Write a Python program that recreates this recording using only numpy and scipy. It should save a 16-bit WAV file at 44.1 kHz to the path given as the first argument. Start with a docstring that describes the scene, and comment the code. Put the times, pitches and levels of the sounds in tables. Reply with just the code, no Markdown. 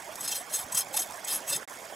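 """Scraping a hide in a stream

A large knife scrapes a wet animal hide in six quick strokes. Its edge rasps through the hair,
the flesh thuds softly, and the steel rings with tones that swell and fade as the contact slides.
A shallow stream rushes and gurgles with ringing bubbles, mostly to the right, and drops tick on it.
Near the end all sound drops out for an instant."""
import sys
import numpy as np
from scipy import signal
from scipy.fft import rfft, irfft
from scipy.io import wavfile
from scipy.ndimage import uniform_filter1d

SR = 44100
rng = np.random.default_rng(int(sys.argv[2]) if len(sys.argv) > 2 else 0)


def store_pcm(level_fs):
    """Save levels as 16-bit WAV."""
    pcm = np.round(np.clip(level_fs, -1, 1) * 32767).astype(np.int16)
    wavfile.write(sys.argv[1], SR, np.atleast_2d(pcm).T)


N = 85995
TIME = np.arange(N) / SR
HZ = np.fft.rfftfreq(N, 1 / SR)
MONO_ABOVE_HZ, KNOCK_FADE_S = 6000, 0.0065

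# the blade lands or catches: t/s, level/dB
KNOCKS = [(.2075, -36), (.2768, -52), (.7215, -33), (.747, -27.5), (.9405, -40), (1.2458, -38),
          (1.526, -36.5), (1.5615, -31.5)]


def amp(db):
    """Turns decibels into a number to multiply by."""
    return 10 ** (np.asarray(db) / 20)


def unit(x):
    """Scales a signal to an average (rms) size of 1."""
    return x / np.sqrt(np.mean(x ** 2) + 1e-20)


def read(points, hz):
    """Looks up a table by frequency, with octaves evenly spaced."""
    f, value = np.transpose(points)
    return np.interp(np.log(hz + 1), np.log(f + 1), value)


def colour(x, points):
    """Shapes bass and treble by a table; white noise keeps its power."""
    return irfft(rfft(x) * unit(amp(read(points, HZ))), N)


def wander(rate_hz):
    """A smooth random wobble, mostly slower than the given rate."""
    return unit(irfft(rfft(rng.standard_normal(N)) / (1 + (HZ / rate_hz) ** 4), N))


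def clicks(per_s, spread_db):
    """Random clicks of uneven size."""
    size = amp(spread_db * np.minimum(rng.exponential(1, N), 4))
    return unit(size * rng.choice([-1, 1], N) * (rng.random(N) < per_s / SR))


def resonate(x, hz, width_hz):
    """Makes a signal ring at one pitch; a narrower width rings longer."""
    decay = np.exp(-np.pi * width_hz / SR)
    return 2 * signal.lfilter([1 - decay], [1, -decay * np.exp(2j * np.pi * hz / SR)], x + 1e-18).real


def bursts(rows, fade_s):
    """Sharp puffs of noise that die away."""
    loudness = sum(amp(db) * (TIME >= s) * np.exp(-abs(TIME - s) / fade_s) for s, db in rows)
    return loudness * rng.standard_normal(N)


def to_the_right(x):
    """Middle pitches are louder in the right ear; bass and treble stay near the centre."""
    # balance between the ears: f/Hz, left minus right/dB
    lean = [(100, -1), (230, 2.5), (480, -5.5), (800, -9.5), (1200, -19), (1600, -10), (2300, -17),
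            (3200, -3.5), (4500, -7)]
    left = amp(read(lean, HZ) * (HZ < MONO_ABOVE_HZ))
    ears = np.array([left, np.ones_like(left)]) / np.sqrt((1 + left ** 2) / 2)
    return irfft(rfft(x) * ears, N)


def rush():
    """Running water makes a wash of noise, in shifting patches of loudness."""
    # tone of the stream: f/Hz, level/dB
    tone = [(20, -30), (40, -32), (70, -13), (150, -8), (300, -5.5), (440, -4), (580, 1.5), (800, 0.5),
            (1100, 0), (1300, -5.5), (1550, -2.5), (2200, -4.5), (2950, -14), (3250, -7.5), (4100, -17.5),
            (5000, -12.5), (7700, -13), (11600, -21), (16000, -28)]
    # how alike the two ears are: f/Hz, likeness (1 = the same)
    likeness = [(60, 0.94), (550, 0.99), (1200, 0.86), (2000, 0.8), (3500, 1), (6000, 1)]
    # loudness of the stream: t/s, level/dB
    flow = [(0, -43.5), (.5, -44.5), (1, -43.5), (1.55, -42), (1.7, -44.5), (1.95, -44)]
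    # the noise is built on a grid of pitch and time
    hz = np.fft.rfftfreq(512, 1 / SR)
    a, b, c, d, patches = rng.standard_normal((N // 128 + 5, 257, 5)).T
    patches = uniform_filter1d(patches, size=5, axis=0)  # smooth across pitch
    patches_db = 3.54 * unit(uniform_filter1d(patches, size=7, axis=1))  # and across time
    same = np.where(hz < MONO_ABOVE_HZ, read(likeness, hz), 1)[:, None]
    right = a + 1j * b
    left = same * right + np.sqrt(1 - same ** 2) * (c + 1j * d)
    grid = np.array([left, right]) * amp(patches_db)
    noise = signal.istft(grid, nperseg=512, noverlap=384)[1][:, :N]
    return unit(colour(noise, tone)) * amp(np.interp(TIME, *np.transpose(flow)))


def bubble(start_s, db, hz, fade_cycles=8.86, rise=0.0517, attack_s=0.0016):
    """A bubble rings briefly, rising in pitch as it surfaces."""
    t = np.arange(SR // 8) / SR
    age = t * hz / fade_cycles
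    loudness = amp(db) * (1 - np.exp(-t / attack_s)) * np.exp(-age)
    ring = loudness * np.sin(2 * np.pi * hz * t * (1 + rise * age / 2))
    return np.pad(ring, (round(start_s * SR), N))[:N]


def bubbles(per_s=130, quietest_db=-56, spread_db=6, low_hz=577, high_hz=2353):
    """A few large bubbles gurgle among many small ones."""
    # large bubbles: t/s, level/dB, f/Hz
    gurgles = [(.09, -31.5, 606), (.11, -44, 690), (.378, -41.5, 539), (.408, -34, 687), (.584, -35, 840),
               (.729, -32, 975), (.942, -26, 816), (.985, -31, 708), (1.098, -36, 810), (1.139, -33, 674),
               (1.518, -34.5, 541), (1.845, -37.5, 627), (1.897, -38.5, 560)]
    water = sum(bubble(*row) for row in gurgles)
    for when, size, pitch in rng.random((int(per_s * N / SR), 3)):
        db = quietest_db + spread_db * min(-np.log(size), 3)
        water += bubble(when * N / SR, db, low_hz * (high_hz / low_hz) ** pitch)
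    # bubbles give off little sound below 320 Hz
    return signal.sosfilt(signal.butter(2, 320, "highpass", fs=SR, output="sos"), water)


def spray(fade_s=0.0027, fine_db=-52.5):
    """Drops tick on the water over a patter of finer spray."""
    # single drops: t/s, level/dB
    drops = [(.1565, -32), (.632, -43), (.918, -50), (1.06, -40), (1.1, -43), (1.122, -40), (1.141, -40),
             (1.172, -41)]
    # tone of the spray: f/Hz, level/dB
    tone = [(500, -5), (2500, -12), (6500, 8), (11000, 4.5), (14000, -0.5), (16000, -7)]
    tick_shape = np.exp(-TIME[:SR // 100] / fade_s)
    ticks = signal.fftconvolve(clicks(per_s=400, spread_db=0.5), tick_shape)[:N]
    patter = amp(fine_db) * unit(ticks * rng.standard_normal(N))
    return colour(patter + bursts(drops, fade_s), tone)


def flesh(width_hz=90, swell_s=0.013):
    """The flesh gives under the blade with dull thuds."""
    # pushes into the flesh: t/s, level/dB, f/Hz
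    thuds = [(.65, -55, 85), (.748, -48, 153.4), (1.385, -52.5, 238), (1.565, -51, 165)]
    sound = 0
    for s, db, hz in thuds:
        rumble = resonate(rng.standard_normal(N), hz, width_hz)
        rumble = unit(resonate(rumble, hz, width_hz))
        sound += amp(db) * np.exp(-((TIME - s) / swell_s) ** 2) * rumble
    return sound


def edge_rasp(force, chatter, gain_db=-6):
    """The edge snaps over thousands of hairs a second and knocks as it lands or catches."""
    # tone of the dry rasp: f/Hz, level/dB
    tone = [(100, -20), (400, -11.5), (1200, 0), (2000, -4), (2900, -9), (4500, -18), (7000, -5),
            (10500, 2.5), (12500, 1.5), (14000, -6), (16000, -2)]
    hairs = force * chatter * clicks(per_s=9000, spread_db=0.5)
    return amp(gain_db) * colour(hairs + bursts(KNOCKS, KNOCK_FADE_S), tone)


def blade_ring(force, low_force, chatter, scrape_gain_db=18, knock_gain_db=23, low_below_hz=5500):
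    """Rubbing and knocks make the steel ring; its tones trade strength as the contact slides."""
    # the blade's own tones: f/Hz, width/Hz, level when scraped/dB, level when knocked/dB
    tones = [(1820, 80, -17, -24), (2655, 45, -11, -18), (3180, 60, -8, -16), (3612, 35, -4, -18),
             (4130, 70, -8, -16), (4950, 90, -12, -18), (5165, 70, -5, -15), (5825, 70, -9, -15),
             (6480, 130, -6, -4), (7635, 80, -8, -7), (7895, 65, -1, 2), (8965, 45, -9, -13),
             (9340, 220, -6, -10), (10340, 140, -9, -11), (10865, 80, -7, -8), (11270, 50, -1.5, -5),
             (11900, 150, -14, -16), (13250, 170, -13, -15)]
    firm_press = amp(-45)
    ring = 0
    for hz, width_hz, scraped_db, knocked_db in tones:
        press = low_force if hz < low_below_hz else force
        push = firm_press * (press / firm_press) ** 0.95  # grows almost in step with the force
        sliding = unit(amp(3 * wander(rate_hz=19.4)))
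        rubbing = amp(scrape_gain_db + scraped_db) * push * chatter * sliding * rng.standard_normal(N)
        knocks = amp(knock_gain_db + knocked_db) * bursts(KNOCKS, KNOCK_FADE_S)
        ring += resonate(rubbing + knocks, hz, width_hz)
    return ring


def knife(low_boost_db=8, chatter_db=1.53):
    """Six strokes press on the hide; the same shaky force drives the rasp and the ring."""
    # one list per stroke: t/s, force/dB, push on the low tones relative to that force/dB
    strokes = [
        [(.175, -55, -14), (.22, -44.5, -10), (.25, -31, -12.5), (.273, -50.5, 3), (.279, -29.5, -7.5),
         (.302, -37.5, -3), (.326, -32, -3), (.338, -40, -13), (.354, -30, -11), (.382, -37.5, -10),
         (.435, -58, -15)],
        [(.495, -47, -14), (.518, -43.5, -14), (.538, -29, -10.5), (.572, -34, -11.5), (.598, -34.5, -8.5),
         (.63, -46, -11), (.65, -64, -15)],
        [(.718, -46, -23), (.723, -43, -34), (.743, -39, -9), (.75, -31, -20), (.764, -36, -5),
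         (.775, -25, -7.5), (.787, -26, -12.5), (.8, -27.5, -12.5), (.818, -32.5, -9), (.833, -52, -6)],
        [(.925, -51, -18), (.944, -31, -8), (.957, -43, -11), (.968, -26, -6), (.984, -29.5, -11),
         (1.004, -28.5, -13.5), (1.016, -36, -18), (1.022, -28, -5), (1.04, -43.5, -9), (1.07, -72, -12)],
        [(1.257, -61, -4), (1.277, -32, -7.5), (1.305, -34, -4), (1.33, -30.5, -9), (1.349, -29, -12.5),
         (1.383, -42, -12), (1.403, -70, 10)],
        [(1.46, -57.5, -16), (1.482, -33.5, -13), (1.505, -28.5, -8), (1.518, -39, -11), (1.528, -28.5, -1.5),
         (1.546, -34, -6), (1.565, -33, -8), (1.605, -61, -15)],
    ]
    force, low_force = np.zeros((2, N))
    for s, db, low_db in map(np.transpose, strokes):
        press = amp(np.interp(TIME, s, db)) * (TIME > s[0]) * (TIME < s[-1])
        force += press
        low_force += press * amp(low_boost_db + np.interp(TIME, s, low_db))
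    chatter = unit(amp(chatter_db * wander(rate_hz=120)))
    return to_the_right(edge_rasp(force, chatter)) + blade_ring(force, low_force, chatter)


def scene():
    """The stream sits mostly to the right; the knife's rasp leans right in the middle pitches too, while the
    blade's ringing stays in the centre."""
    return knife() + flesh() + spray() + to_the_right(rush() + bubbles())


def record(dry, top_hz=15800):
    """All sound drops out for an instant, and the highest treble is cut off."""
    fade_s, silent_s, back_s = 1.631, 1.656, 1.676
    gate = np.maximum(np.interp(TIME, [fade_s, silent_s], [1, 0]), TIME > back_s)
    treble_cut = signal.firwin(401, top_hz, window=("kaiser", 9), fs=SR)
    return signal.oaconvolve(dry * gate, treble_cut[None], "same")


dry = scene()
out = record(dry)
store_pcm(out)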